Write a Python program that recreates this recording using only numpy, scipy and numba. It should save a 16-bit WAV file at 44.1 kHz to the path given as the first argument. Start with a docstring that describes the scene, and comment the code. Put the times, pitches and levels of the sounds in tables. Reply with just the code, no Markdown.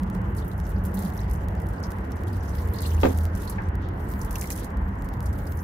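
"""Water dribbles from a plastic watering can onto leaves and soil in a wooden planter on a balcony.
The drops are short puffs of filtered noise over a fine spray, and plops add a bubble tone.
The can bumps the planter once (short pushes ring it), then come two light taps and a soft broad swish.
An engine drone, a wavering sine, passes in the city rumble, which is shaped noise.
A thin dry tick of single samples recurs about sixteen times a second. Two spaced microphones."""
import sys
import numpy as np
from scipy import signal
from scipy.fft import rfft, irfft, next_fast_len
from scipy.io import wavfile
from scipy.ndimage import uniform_filter1d
from numba import njit

SR = 44100
rng = np.random.default_rng(int(sys.argv[2]) if len(sys.argv) > 2 else 0)


def file_out(sig):
    """Save sig as 16-bit WAV at sys.argv[1]."""
    # one column per channel
    cols = np.atleast_2d(sig).T
    # limit, then scale
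    lim = np.clip(cols, -1, 1)
    pcm = np.round(lim * 32767).astype(np.int16)
    wavfile.write(sys.argv[1], SR, pcm)


N = 248283
TIME = np.arange(N) / SR  # seconds

# city noise by pitch; only the shape counts: (frequency [Hz], relative level per Hz [dB])
CITY_SPECTRUM = [(15, -74), (25, -30), (38, -4.5), (54, 1), (94, 0.5), (125, -10), (192, -8), (237, -16),
                 (276, -16.5), (572, -22), (999, -22), (1210, -26.5), (1900, -26), (2460, -46), (4200, -66),
                 (5460, -103), (9240, -120)]
# broad and narrow humps and dips in the city noise: (frequency [Hz], width [Hz], gain [dB])
CITY_HUMPS = [(59, 20, 1.5), (87, 8.5, 1), (192.8, 17, 5.5), (285, 14.7, 2.5), (330.6, 9.3, 4),
              (436, 78, 1.5), (863, 19, 4), (1830, 220, -3), (2990, 550, 8)]
# rise and fall of the traffic, each about its own mean: (time [s], rumble [dB], boom [dB], tyre roar [dB])
TRAFFIC_SWELL = [(0.0, -37, -32.5, -43.5), (0.25, -34, -39, -43), (0.61, -32.5, -42, -44.5),
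                 (1.0, -39.5, -33, -42.5), (1.32, -33.5, -40, -44), (1.86, -36, -40, -43),
                 (2.12, -37.5, -45.5, -43.5), (2.6, -36, -41, -44), (3.26, -35.5, -43.5, -44.5),
                 (4.17, -34.5, -42, -44), (4.55, -38, -40.5, -43.5), (5.36, -33.5, -44, -44),
                 (5.63, -34.5, -41, -45.5)]
# balance of the city between the microphones: (frequency [Hz], left minus right [dB])
CITY_TILT = [(60, 0), (110, -0.5), (200, -1.5), (380, -4), (700, -2.5), (1290, -1.5), (2380, 1.5),
             (4400, -2), (8120, -1.5), (15000, -1.5)]
# how far the city differs at the two microphones: (frequency [Hz], side minus mid [dB])
CITY_WIDTH = [(60, -35), (110, -22), (200, -25), (380, -7), (700, -1), (1290, 1.5), (2380, 1), (4400, -0.5),
              (8120, 0), (15000, 0)]
# spray as the can swings to and fro:
# (time [s], relative level on the leaves [dB], relative level of the duller splatter on wet soil [dB])
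POUR_LEVELS = [(0.0, -63, -66), (0.17, -67.5, -67), (0.47, -59, -73), (0.78, -67, -66), (0.89, -65, -72),
               (1.03, -53, -55.5), (1.18, -58, -69), (1.3, -74, -66), (1.39, -68, -73), (1.61, -68, -69),
               (1.77, -71, -69), (1.93, -61, -68), (2.18, -71, -70), (2.34, -61, -66), (2.43, -64, -64),
               (2.62, -51, -67.5), (2.74, -55, -65), (2.92, -49, -55.5), (2.96, -51, -59),
               (3.06, -45, -50.5), (3.18, -54, -61), (3.32, -64.5, -67), (3.43, -55, -57),
               (3.61, -79, -70.5), (3.86, -88, -78), (4.01, -54, -67.5), (4.22, -49, -70), (4.33, -65, -63),
               (4.42, -55, -63), (4.47, -47, -59), (4.52, -42, -54), (4.63, -67, -60.5), (4.69, -72, -69),
               (4.81, -72, -79), (5.05, -63, -68), (5.24, -59, -67.5), (5.63, -47, -70)]
# ticks with a set level, mostly loud, a few faint: (number of the tick [count from 0], level [dB])
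SET_TICKS = [(0, -23), (1, -23), (2, -25), (5, -30), (6, -30), (9, -23), (10, -25), (13, -23), (15, -22),
             (16, -23), (17, -27), (18, -27), (20, -38), (21, -28), (23, -21), (24, -29), (25, -28),
             (26, -27), (27, -31), (28, -31), (29, -27), (30, -21), (31, -28), (34, -29), (33, -23),
             (35, -25), (38, -28), (40, -26), (42, -26), (46, -27), (47, -21), (49, -24), (50, -17),
             (51, -17), (54, -24), (56, -36), (60, -35), (62, -44), (58, -28), (59, -25), (61, -26),
             (65, -23), (74, -31), (76, -40), (75, -29), (79, -25), (80, -24), (81, -26), (82, -20),
             (85, -27), (87, -23)]
# the loudest single drops: (time [s], relative level [dB], centre [Hz], length [ms], left minus right [dB])
LOUD_DROPS = [(0.352, -54, 12300, 14, 0), (0.371, -46, 9900, 19, -3), (0.386, -48.5, 8450, 39, -2),
              (0.447, -51, 11500, 5, 0), (0.4807, -40, 13000, 2.3, 0), (0.5155, -51, 6600, 2.3, -2),
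              (0.5794, -44, 11500, 1.3, -2), (0.6712, -51, 12300, 2.0, -1), (0.694, -45, 11800, 3, -9),
              (0.885, -61, 14000, 5, -2), (0.7001, -46, 11400, 1.2, -2), (0.838, -44, 12800, 2.8, -1),
              (0.852, -40, 11500, 2.2, -5), (0.857, -32.5, 11800, 1.5, -1), (0.91, -59, 11000, 2, -2),
              (0.943, -36, 12600, 2.8, 4), (0.955, -43, 11900, 6.3, -5), (0.972, -46, 11600, 6, 1),
              (0.9915, -26, 12100, 1.1, -2), (1.024, -36.5, 11300, 2.8, 0), (1.05, -36, 11600, 2.4, 1),
              (1.076, -44, 10600, 3.1, -1), (1.1367, -45, 11400, 3.5, -4), (1.1495, -43, 12500, 1.5, -2),
              (1.177, -46, 11400, 9.4, -1), (1.2046, -44, 11500, 1.5, -3), (1.298, -44, 11300, 3.3, -2),
              (1.3125, -37, 11200, 2.7, -3), (1.3347, -39.5, 11700, 2.6, -4), (1.3579, -50, 10200, 1.7, -2),
              (1.6, -49, 10600, 4.0, -2), (1.6175, -51, 10500, 4.3, -3), (1.688, -45, 10300, 4.8, -2),
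              (1.83, -40.5, 8200, 1.5, -1), (1.906, -37.5, 6500, 0.74, 1), (2.042, -61, 14000, 4, -6),
              (2.16, -55, 10000, 11, -6), (2.207, -55, 10000, 6, -2), (2.272, -51, 9600, 8.6, -3),
              (2.282, -45, 11500, 3, -1), (2.3308, -49, 10800, 7, -1), (2.368, -48, 10500, 4, -5),
              (2.4314, -47, 10000, 1.1, -6), (2.4933, -44, 10200, 4.1, -1), (2.522, -54, 11300, 1.6, -3),
              (2.6182, -48, 9500, 2, -8), (2.6746, -43, 11200, 1.5, 0), (2.7376, -35, 11770, 2.7, -2),
              (2.76, -42, 10000, 4, -1), (2.7863, -41, 6600, 6.3, -1), (2.807, -37, 9500, 4, -2),
              (2.8204, -33.5, 11300, 4.2, -1), (2.864, -33.5, 10900, 1.8, -3), (2.87, -46, 12500, 1.5, -2),
              (2.878, -37, 11000, 2, -2), (2.892, -51, 13500, 2, -2), (2.904, -47, 11800, 1.8, -2),
              (2.912, -49, 11800, 3, 2), (2.9821, -52, 12500, 4.0, 1), (2.998, -46, 11000, 2, -2),
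              (3.012, -39.5, 10600, 2.8, -7), (3.094, -54, 9300, 15, 1), (3.1475, -49, 9050, 6.5, 0),
              (3.1756, -37.5, 9940, 4.7, 0), (3.2358, -44, 10200, 7.1, -5), (3.352, -38, 8800, 3.1, -1),
              (3.3747, -40, 10400, 1.6, -5), (3.4197, -42, 9900, 4.3, -2), (3.4522, -46, 10800, 9.3, 0),
              (3.4792, -44, 9900, 12, -4), (3.5, -32, 10930, 8.7, -1), (3.636, -57, 7000, 6.5, -1),
              (4.0418, -50, 12200, 4.2, 0), (4.0898, -42.5, 11200, 3.2, 1), (4.101, -43, 11800, 2, -3),
              (4.115, -43, 11500, 2.8, 2), (4.181, -46.5, 12800, 1.5, -3), (4.1929, -39, 11800, 1.4, 0),
              (4.217, -35.5, 9700, 2.8, 0), (4.249, -38, 10800, 6.4, 0), (4.2763, -65, 10500, 2.9, -4),
              (4.309, -32.5, 11100, 2.6, 0), (4.329, -37.5, 10900, 3.7, -3), (4.354, -41, 11000, 1.3, 0),
              (4.357, -28, 10500, 1.8, 1), (4.3854, -34, 11900, 3.4, -2), (4.3956, -41, 12200, 3.0, 0),
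              (4.413, -25, 8850, 2.3, -1), (4.4233, -36, 8900, 2.0, 0), (4.442, -36, 9500, 1.9, -2),
              (4.457, -37, 8000, 1.5, 0), (4.474, -37, 9500, 2.5, 2), (4.504, -21.5, 9400, 1.4, -2),
              (4.5195, -36, 10500, 1.2, 1), (4.52, -31, 10300, 1.6, -3), (4.537, -54, 10500, 2, 0),
              (4.556, -38, 10000, 3.4, -2), (4.562, -36, 10100, 4.3, -2), (4.577, -36, 9500, 2.4, 0),
              (4.587, -45, 9600, 2.0, -2), (4.596, -39, 9300, 7.5, 0), (4.633, -48, 11200, 3.2, -6),
              (4.6457, -38, 9000, 4.5, -1), (5.045, -46.0, 11000, 2.6, 0), (5.229, -43.5, 10700, 3.8, -4),
              (5.26, -43, 8640, 8, -1), (5.33, -44, 7700, 3.3, -1), (5.385, -45.5, 10500, 3.1, -3),
              (5.4686, -44, 9800, 5.4, -1), (5.518, -45, 10200, 3, -3), (5.573, -44.5, 10700, 6.5, -1)]
# plops into pooled water: (time [s], relative level [dB], pitch [Hz], time to fall 60 dB [ms])
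WATER_PLOPS = [(0.383, -47, 4500, 93), (0.4194, -50.5, 3470, 100), (0.514, -52, 3860, 57),
               (0.762, -52, 4800, 44), (1.025, -46.5, 4480, 30), (1.051, -47, 4500, 25),
               (1.07, -51, 5500, 25), (1.077, -52, 6000, 25), (1.175, -43, 5600, 37),
               (1.191, -44, 3940, 28), (1.203, -45.5, 5800, 25), (1.214, -46, 5300, 30),
               (1.312, -46, 5500, 20), (1.358, -48, 6200, 18), (1.7814, -53, 4800, 50),
               (1.835, -37, 5260, 89), (2.12, -49, 5500, 50), (2.2707, -49.5, 3370, 78),
               (2.281, -52, 4640, 80), (2.33, -51, 4700, 110), (2.341, -52, 8840, 40),
               (2.4059, -51, 6040, 40), (2.433, -52, 4550, 62), (2.741, -44.5, 4050, 76),
               (2.764, -44, 4370, 65), (2.785, -37.5, 4450, 78), (2.8186, -41, 4440, 70),
               (2.831, -41, 4080, 150), (2.85, -40, 2770, 50), (2.858, -36, 4070, 68),
               (2.877, -58, 4300, 40), (2.9038, -45, 5900, 54), (2.915, -44, 2900, 95),
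               (2.9453, -43, 6200, 30), (2.978, -48, 2720, 67), (3.093, -44, 6000, 46),
               (3.371, -50, 3060, 64), (3.4184, -52, 3800, 50), (3.474, -40.5, 4280, 91),
               (3.524, -48, 4200, 50), (4.2143, -38, 5900, 30), (4.3075, -48, 2500, 25),
               (4.3559, -33.5, 2670, 40), (4.356, -34, 6000, 25), (4.394, -42, 6300, 25),
               (4.4096, -36, 6000, 22), (4.421, -35, 2220, 25), (4.4412, -34.5, 2300, 25),
               (4.4723, -41, 5700, 25), (4.503, -33.5, 2340, 35), (4.5035, -43, 6600, 25),
               (4.519, -34, 6100, 32), (4.5848, -41.5, 2680, 27), (4.586, -47, 5500, 17),
               (4.6447, -49, 4030, 18), (5.261, -48, 5230, 46), (5.47, -46, 4800, 43),
               (5.591, -48, 6000, 75)]
# engine drone passing below: (time [s], pitch [Hz], level before fades and wavering [dB])
ENGINE_DRONE = [(2.42, 89.3, -40), (2.6, 86, -25.5), (2.85, 79, -26.5), (2.97, 80.3, -19.5),
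                (3.08, 82.2, -26), (3.19, 80.7, -20.5), (3.32, 83, -27), (3.46, 86.4, -33),
                (3.6, 86.5, -31)]
# the can bumps and chatters on the planter:
# (time [s], push [dB], contact time [ms], relative noise level [dB])
CAN_BUMPS = [(3.0325, -21, 0.2, -30.5), (3.0347, -15, 0.68, -38), (3.038, -18, 0.59, -36),
             (3.0491, -11, 1.5, -32.5), (3.0553, -18.5, 0.39, -49), (3.0605, -13.5, 1.15, -38),
             (3.07, -17.5, 1.16, -52), (3.076, -21, 1.7, -59), (3.085, -18, 1.4, -57),
             (3.1, -28, 0.95, -61), (3.1078, -20.5, 1.94, -61), (3.114, -30, 2, -58)]
# ringing of the hollow can and planter boards:
# (frequency [Hz], level [dB], time to fall 60 dB [s], left minus right [dB], left phase lead [rad])
BODY_MODES = [(168, -18, 0.041, -6, 4), (268, -2.5, 0.1, -3.5, 0.4), (347, -4.5, 0.043, -8, 1.6),
              (407, -1, 0.062, -8.5, -2), (500, 4, 0.021, -3.5, 2), (718, -9, 0.086, 0, 4),
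              (880, -9, 0.044, -7, -2), (1020, -22, 0.038, -1, 1), (1190, -3.5, 0.03, 1.5, 0.4),
              (1660, -16, 0.025, 3, -3), (2140, -4.5, 0.03, 10, 4.5), (2560, -5, 0.027, 15, 3.5),
              (3270, -6, 0.04, -1, 5)]
# something light taps twice nearby: (time [s], relative level [dB])
LIGHT_TAPS = [(3.582, -30), (3.597, -41)]
# ringing of the tapped thing:
# (frequency [Hz], level [dB], time to fall 60 dB [s], left minus right [dB], left phase lead [rad])
TAP_MODES = [(820, 3, .12, 1.1, 2.5), (1633, -2, 0.057, 3, 1.2), (1772, -2, 0.089, 3, 1.9),
             (2080, -2, 0.057, 3, 3.1), (2330, -5, 0.036, 2.6, 1.7), (2590, -11, .03, 2.6, 1.5)]
# a soft broad swish, perhaps a passing tyre:
# (time [s], level [dB], centre [Hz], width [Hz], rise [ms], fall rate as time for 60 dB [s])
SOFT_SWISH = (3.78, -56, 3300, 2400, 70, .45)
# treble colour of the microphones: (frequency [Hz], gain [dB])
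MIC_COLOUR = [(3000, -0.5), (6500, -1.5), (7700, -3.5), (9000, -3), (12000, 0.5), (15500, -2)]

CITY_DB, HISS_DB, TOP_HZ = -26.5, -74.5, 15550
# the ticks keep to a grid: they come every three or four steps, evenly on average
TICK_START_S, GRID_S, STEPS_PER_TICK, STEP_OFFSET = 0.0341, 0.0166835, 3.784, 0.288
# ticks without a set level: loudest possible, mean depth below that; all ticks: spread left to right
FAINT_TICK_DB, FAINT_SPREAD_DB, TICK_SCATTER_DB = -31, 6, 3
SPLAT_WIDTH_HZ, WIDTH_PER_HZ = 25000, -0.35  # width at 10 kHz; duller splats are broader
SPLAT_FLOOR_HZ = 4300  # thin leaves give little below this
RISE_SHARE, T60_PER_LENGTH = 0.7, 4.0  # both as multiples of the drop's length
CORE_DB, CORE_WIDTH_HZ = -4.5, 5200  # a narrower band of noise inside the broad splat
# tail level for a drop of -47 dB; the tail grows more slowly than the splat
TAIL_DB, TAIL_DB_PER_DB, TAIL_RISE_MS = -53.5, 0.7724, 2.5
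WATER_SCATTER_DB = 1.5  # spread of the plops left to right
PLOP_TONE_DB, PLOP_GLIDE_PER_S = -7, 4.0  # the bubble in the splash, rising as it nears the surface


def undb(db):
    """Turn decibels into a plain factor."""
    return 10 ** (np.asarray(db) / 20)


def unit(x):
    """Scale a sound to an average (RMS) level of one."""
    return x / np.sqrt(np.mean(x ** 2))


def on_hz(table, hz):
    """Read a (frequency, value) table on a log-frequency axis."""
    table_hz, values = np.transpose(table)
    return np.interp(np.log(hz), np.log(table_hz), values)


def pan(x, pan_db):
    """Make the left louder than the right by pan_db, half on each side."""
    return x * undb(np.array([[pan_db], [-pan_db]]) / 2)


def add(out, s, x):
    """Mix x into out from time s in seconds."""
    start = int(s * SR)
    x = x[..., :N - start]
    out[..., start:start + x.shape[-1]] += x


def fall(t, t60):
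    """A dying-away curve that drops 60 dB in the time t60."""
    return np.exp(-np.log(1000) * t / t60)


def spectrum_hz(size):
    """The frequencies of a Fourier transform, kept at 1 Hz or more."""
    return np.maximum(np.arange(size // 2 + 1) * SR / size, 1)


def walk(rate):
    """Random levels held for 1 / rate seconds, then smoothed twice; their spread is near 1."""
    hold = int(SR / rate)
    steps = np.repeat(rng.standard_normal(N // hold + 1), hold)
    smooth = uniform_filter1d(uniform_filter1d(steps, hold), hold)
    return 1.74 * smooth[:N]


def scatter(count, spread_db):
    """A random left-minus-right level for each event."""
    return spread_db * rng.standard_normal(count)


@njit
def svf(x, hz, width):
    """A band-pass filter (state-variable) whose centre can move, with gain 1 there."""
    y, band, low = np.empty(len(x)), 0., 0.
    for i in range(len(x)):
        g, k = np.tan(np.pi * hz[i] / SR), width / hz[i]
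        v = (band + g * (x[i] - low)) / (1 + g * (g + k))
        band, low, y[i] = 2 * v - band, low + 2 * g * v, k * v
    return y


def burst(hz0, hz1, width_hz, t60, attack_ms):
    """A puff of noise, unrelated at the two microphones, in a band gliding hz0 to hz1; at most 0.19 s."""
    noise = rng.standard_normal((2, 8192))
    t = np.arange(noise.shape[1]) / SR
    hz = np.clip(hz1 + (hz0 - hz1) * np.exp(-t / 0.0023), 200, 0.42 * SR)
    width = 1.0 * width_hz
    band = np.array([svf(svf(n, hz, width), hz, width) for n in noise])
    rise = np.sin(np.pi / 2 * np.minimum(t / attack_ms * 1000, 1)) ** 2
    return unit(band) * rise * fall(np.maximum(t - attack_ms / 1000, 0), max(t60, 0.003))


def droplets(per_s, spread_db, tail_ms):
    """Power of droplets of very uneven size landing at random moments, each with a short tail."""
    sizes = undb(2 * spread_db * np.minimum(rng.exponential(size=N), 3.5))
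    hits = (rng.random(N) < per_s / SR) * sizes
    power = signal.lfilter([1], [1, -np.exp(-1000 / (tail_ms * SR))], hits)
    power = uniform_filter1d(power, size=80)  # a drop takes about two milliseconds to spread
    return power / power.mean()


def ring(modes):
    """One blow makes each mode of a table sound as a dying sine at the two microphones."""
    t, side = np.arange(SR // 2) / SR, np.array([[0.5], [-0.5]])
    total = 0
    for hz, db, t60, pan_db, lead in modes:
        tone = np.sin(2 * np.pi * hz * t + side * lead)
        total = total + pan(undb(db) * tone * fall(t, t60), pan_db)
    return total


def city():
    """Diffuse traffic noise, alike at both microphones in the bass; rumble, boom and roar swell on their own."""
    size = next_fast_len(N)
    hz = spectrum_hz(size)
    db = on_hz(CITY_SPECTRUM, hz)
    for hump_hz, width_hz, gain_db in CITY_HUMPS:
        db = db + gain_db * np.exp(-((hz - hump_hz) / width_hz) ** 2)
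    mid, side = rfft(rng.standard_normal((2, size)))
    width = undb(on_hz(CITY_WIDTH, hz))
    ears = mid + width * side * np.array([[1], [-1]])
    ears = ears * undb(db) / np.sqrt(1 + width ** 2)
    ears = ears * undb(np.array([[0.5], [-0.5]]) * on_hz(CITY_TILT, hz))
    s, *swells_db = np.transpose(TRAFFIC_SWELL)
    parts = np.zeros((3, 2, N))  # rumble, boom, roar
    # overlapping bands half an octave apart, each with its own slow wavering
    for octave in np.arange(4, 13, 0.5):
        share = np.cos(np.pi * np.clip(np.log2(hz) - octave, -0.5, 0.5)) ** 2
        part = int(octave > 7.2) + int(octave > 7.7)
        parts[part] += irfft(ears * share, size)[:, :N] * undb(1.04 * walk(6))
    gains = [undb(np.interp(TIME, s, swell) - np.mean(swell)) for swell in swells_db]
    return unit(sum(part * gain for part, gain in zip(parts, gains))) * undb(CITY_DB)


def spray():
    """Patter band by band: broad splats sound in all bands at once, small droplets in one band only."""
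    s, leaves_db, soil_db = np.transpose(POUR_LEVELS)
    out, broad, rush_db = 0, droplets(300., 3.6, 3.0), 1.5 * walk(30)
    for hz in np.geomspace(3300, 15000, 9):
        # soil below 6 kHz, leaves blending in above
        leafy = np.clip(np.log2(hz / 6000) / 1.8, 0, 1)
        pour_db = np.interp(TIME, s, leafy * leaves_db + (1 - leafy) * soil_db)
        db = pour_db + rush_db + 2.2 * walk(40)
        power = 0.87 * broad + 0.59 * droplets(110.0, 8.0, 6.1) + 0.13
        centre, width = np.full(N, hz), 0.38 * hz
        noise = rng.standard_normal((2, N))
        band = np.array([svf(svf(n, centre, width), centre, width) for n in noise])
        out = out + unit(band) * np.sqrt(power) * undb(db) / 2
    return pan(out, -0.97)


def ticks():
    """One-sample clicks on the grid; some have a set level, the others are faint and uneven."""
    out, number = np.zeros((2, N)), np.arange(int(N / SR / GRID_S / STEPS_PER_TICK))
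    times = TICK_START_S + GRID_S * np.floor(number * STEPS_PER_TICK + STEP_OFFSET)
    levels_db = FAINT_TICK_DB - FAINT_SPREAD_DB * rng.exponential(size=len(number))
    for k, db in SET_TICKS:
        levels_db[k] = db
    for s, db, pan_db in zip(times, levels_db, scatter(len(number), TICK_SCATTER_DB)):
        add(out, s, undb(db) * pan(np.ones(1), pan_db))
    return out


def drops():
    """Each drop is a short splat of noise with a fainter tail that breaks up into scattered droplets."""
    out, tails = np.zeros((2, N)), np.zeros((2, N))
    for s, db, hz, head_ms, pan_db in LOUD_DROPS:
        width_hz = SPLAT_WIDTH_HZ + WIDTH_PER_HZ * (hz - 10000)
        rise_ms = RISE_SHARE * head_ms
        t60 = T60_PER_LENGTH * head_ms / 1000
        splat = 0.84 * burst(hz, hz, width_hz, t60, rise_ms)
        core = undb(CORE_DB) * burst(hz, hz, CORE_WIDTH_HZ, t60, rise_ms)
        tail = burst(hz, hz, 1.1 * width_hz, 0.11, TAIL_RISE_MS)
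        # start early so that the rise ends at the listed time
        add(out, s - rise_ms / 1000, pan(splat + core, pan_db) * undb(db))
        add(tails, s, pan(tail, pan_db) * undb(TAIL_DB + TAIL_DB_PER_DB * (db + 47.0)))
    out += tails * np.sqrt(0.45 + 0.8 * droplets(260., 3.5, 1.5))
    floor = signal.butter(3, SPLAT_FLOOR_HZ, 'highpass', fs=SR, output='sos')
    return signal.sosfilt(floor, out)


def plops():
    """Drops into pooled water: a narrow band of splash noise round the rising tone of a bubble."""
    out, t = np.zeros((2, N)), np.arange(4096) / SR
    for (s, db, hz, t60_ms), pan_db in zip(WATER_PLOPS, scatter(len(WATER_PLOPS), WATER_SCATTER_DB)):
        phase = 2 * np.pi * (hz * (t + PLOP_GLIDE_PER_S * t ** 2 / 2) + rng.random((2, 1)))
        bubble = np.sqrt(2) * np.sin(phase) * np.minimum(t / 0.0011, 1) * fall(t, t60_ms / 1000)
        splash = burst(hz, hz, 0.31 * hz, t60_ms / 1000, 0.8)
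        add(out, s, undb(db - 1.5) * pan(splash, pan_db))
        add(out, s, undb(db + PLOP_TONE_DB) * pan(bubble, pan_db))
    return out


def drone():
    """One wavering engine tone, a sine that swells and fades."""
    s, hz, db = np.transpose(ENGINE_DRONE)
    fade = np.clip(np.minimum(TIME - s[0], s[-1] - TIME) / 0.33, 0, 1)
    tone = np.sqrt(2) * np.sin(2 * np.pi * np.cumsum(np.interp(TIME, s, hz)) / SR)
    level = undb(np.interp(TIME, s, db) + 1.0 * walk(5.35))
    return pan(tone * fade * level, -0.72)


def bump():
    """Half-sine pushes ring the body (a longer contact excites only low modes), each with short puffs of noise."""
    push, puffs = np.zeros(N), np.zeros((2, N))
    for s, db, contact_ms, noise_db in CAN_BUMPS:
        contact = contact_ms * SR / 1000  # in samples
        shape = np.sin(np.pi * np.arange(0.5, contact) / contact)
        add(push, s, undb(db) * shape / shape.sum())
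        # noise unrelated at the two microphones
        bright = burst(2050, 1500, 1900.0, 0.074, 0.94)
        dull = 2.17 * burst(1170, 620, 880.0, 0.17, 0.99)
        add(puffs, s, undb(noise_db) * (bright + dull))
    body = signal.fftconvolve(push[None], ring(BODY_MODES))[:, :N]
    return body + pan(puffs, 2.2)


def taps():
    """Two light, soft-edged taps ring something small, each with a scrape of noise."""
    out = np.zeros((2, N))
    rise = np.minimum(np.arange(SR // 2) / SR / 0.003, 1)
    for s, db in LIGHT_TAPS:
        add(out, s, undb(db) * (ring(TAP_MODES) * rise))
        add(out, s, undb(db - 9.0) * burst(2550, 1610, 530.0, 0.22, 2.9))
    return out


def swish():
    """A single broad puff of noise that rises softly, perhaps a passing tyre."""
    out = np.zeros((2, N))
    s, db, hz, width_hz, rise_ms, t60 = SOFT_SWISH
    add(out, s, undb(db) * burst(hz, hz, width_hz, t60, rise_ms))
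    return out


def scene():
    """All the sounds together."""
    return city() + spray() + ticks() + drops() + plops() + drone() + bump() + taps() + swish()


def record(dry):
    """Microphone hiss and treble colour, then a steep cut of the top."""
    wet = dry + undb(HISS_DB) * rng.standard_normal(dry.shape)
    size = next_fast_len(N)
    colour = undb(on_hz(MIC_COLOUR, spectrum_hz(size)))
    wet = irfft(rfft(wet, size) * colour, size)[:, :N]
    return signal.sosfilt(signal.ellip(8, 0.2, 60, TOP_HZ, fs=SR, output="sos"), wet)


dry = scene()
out = record(dry)
file_out(out)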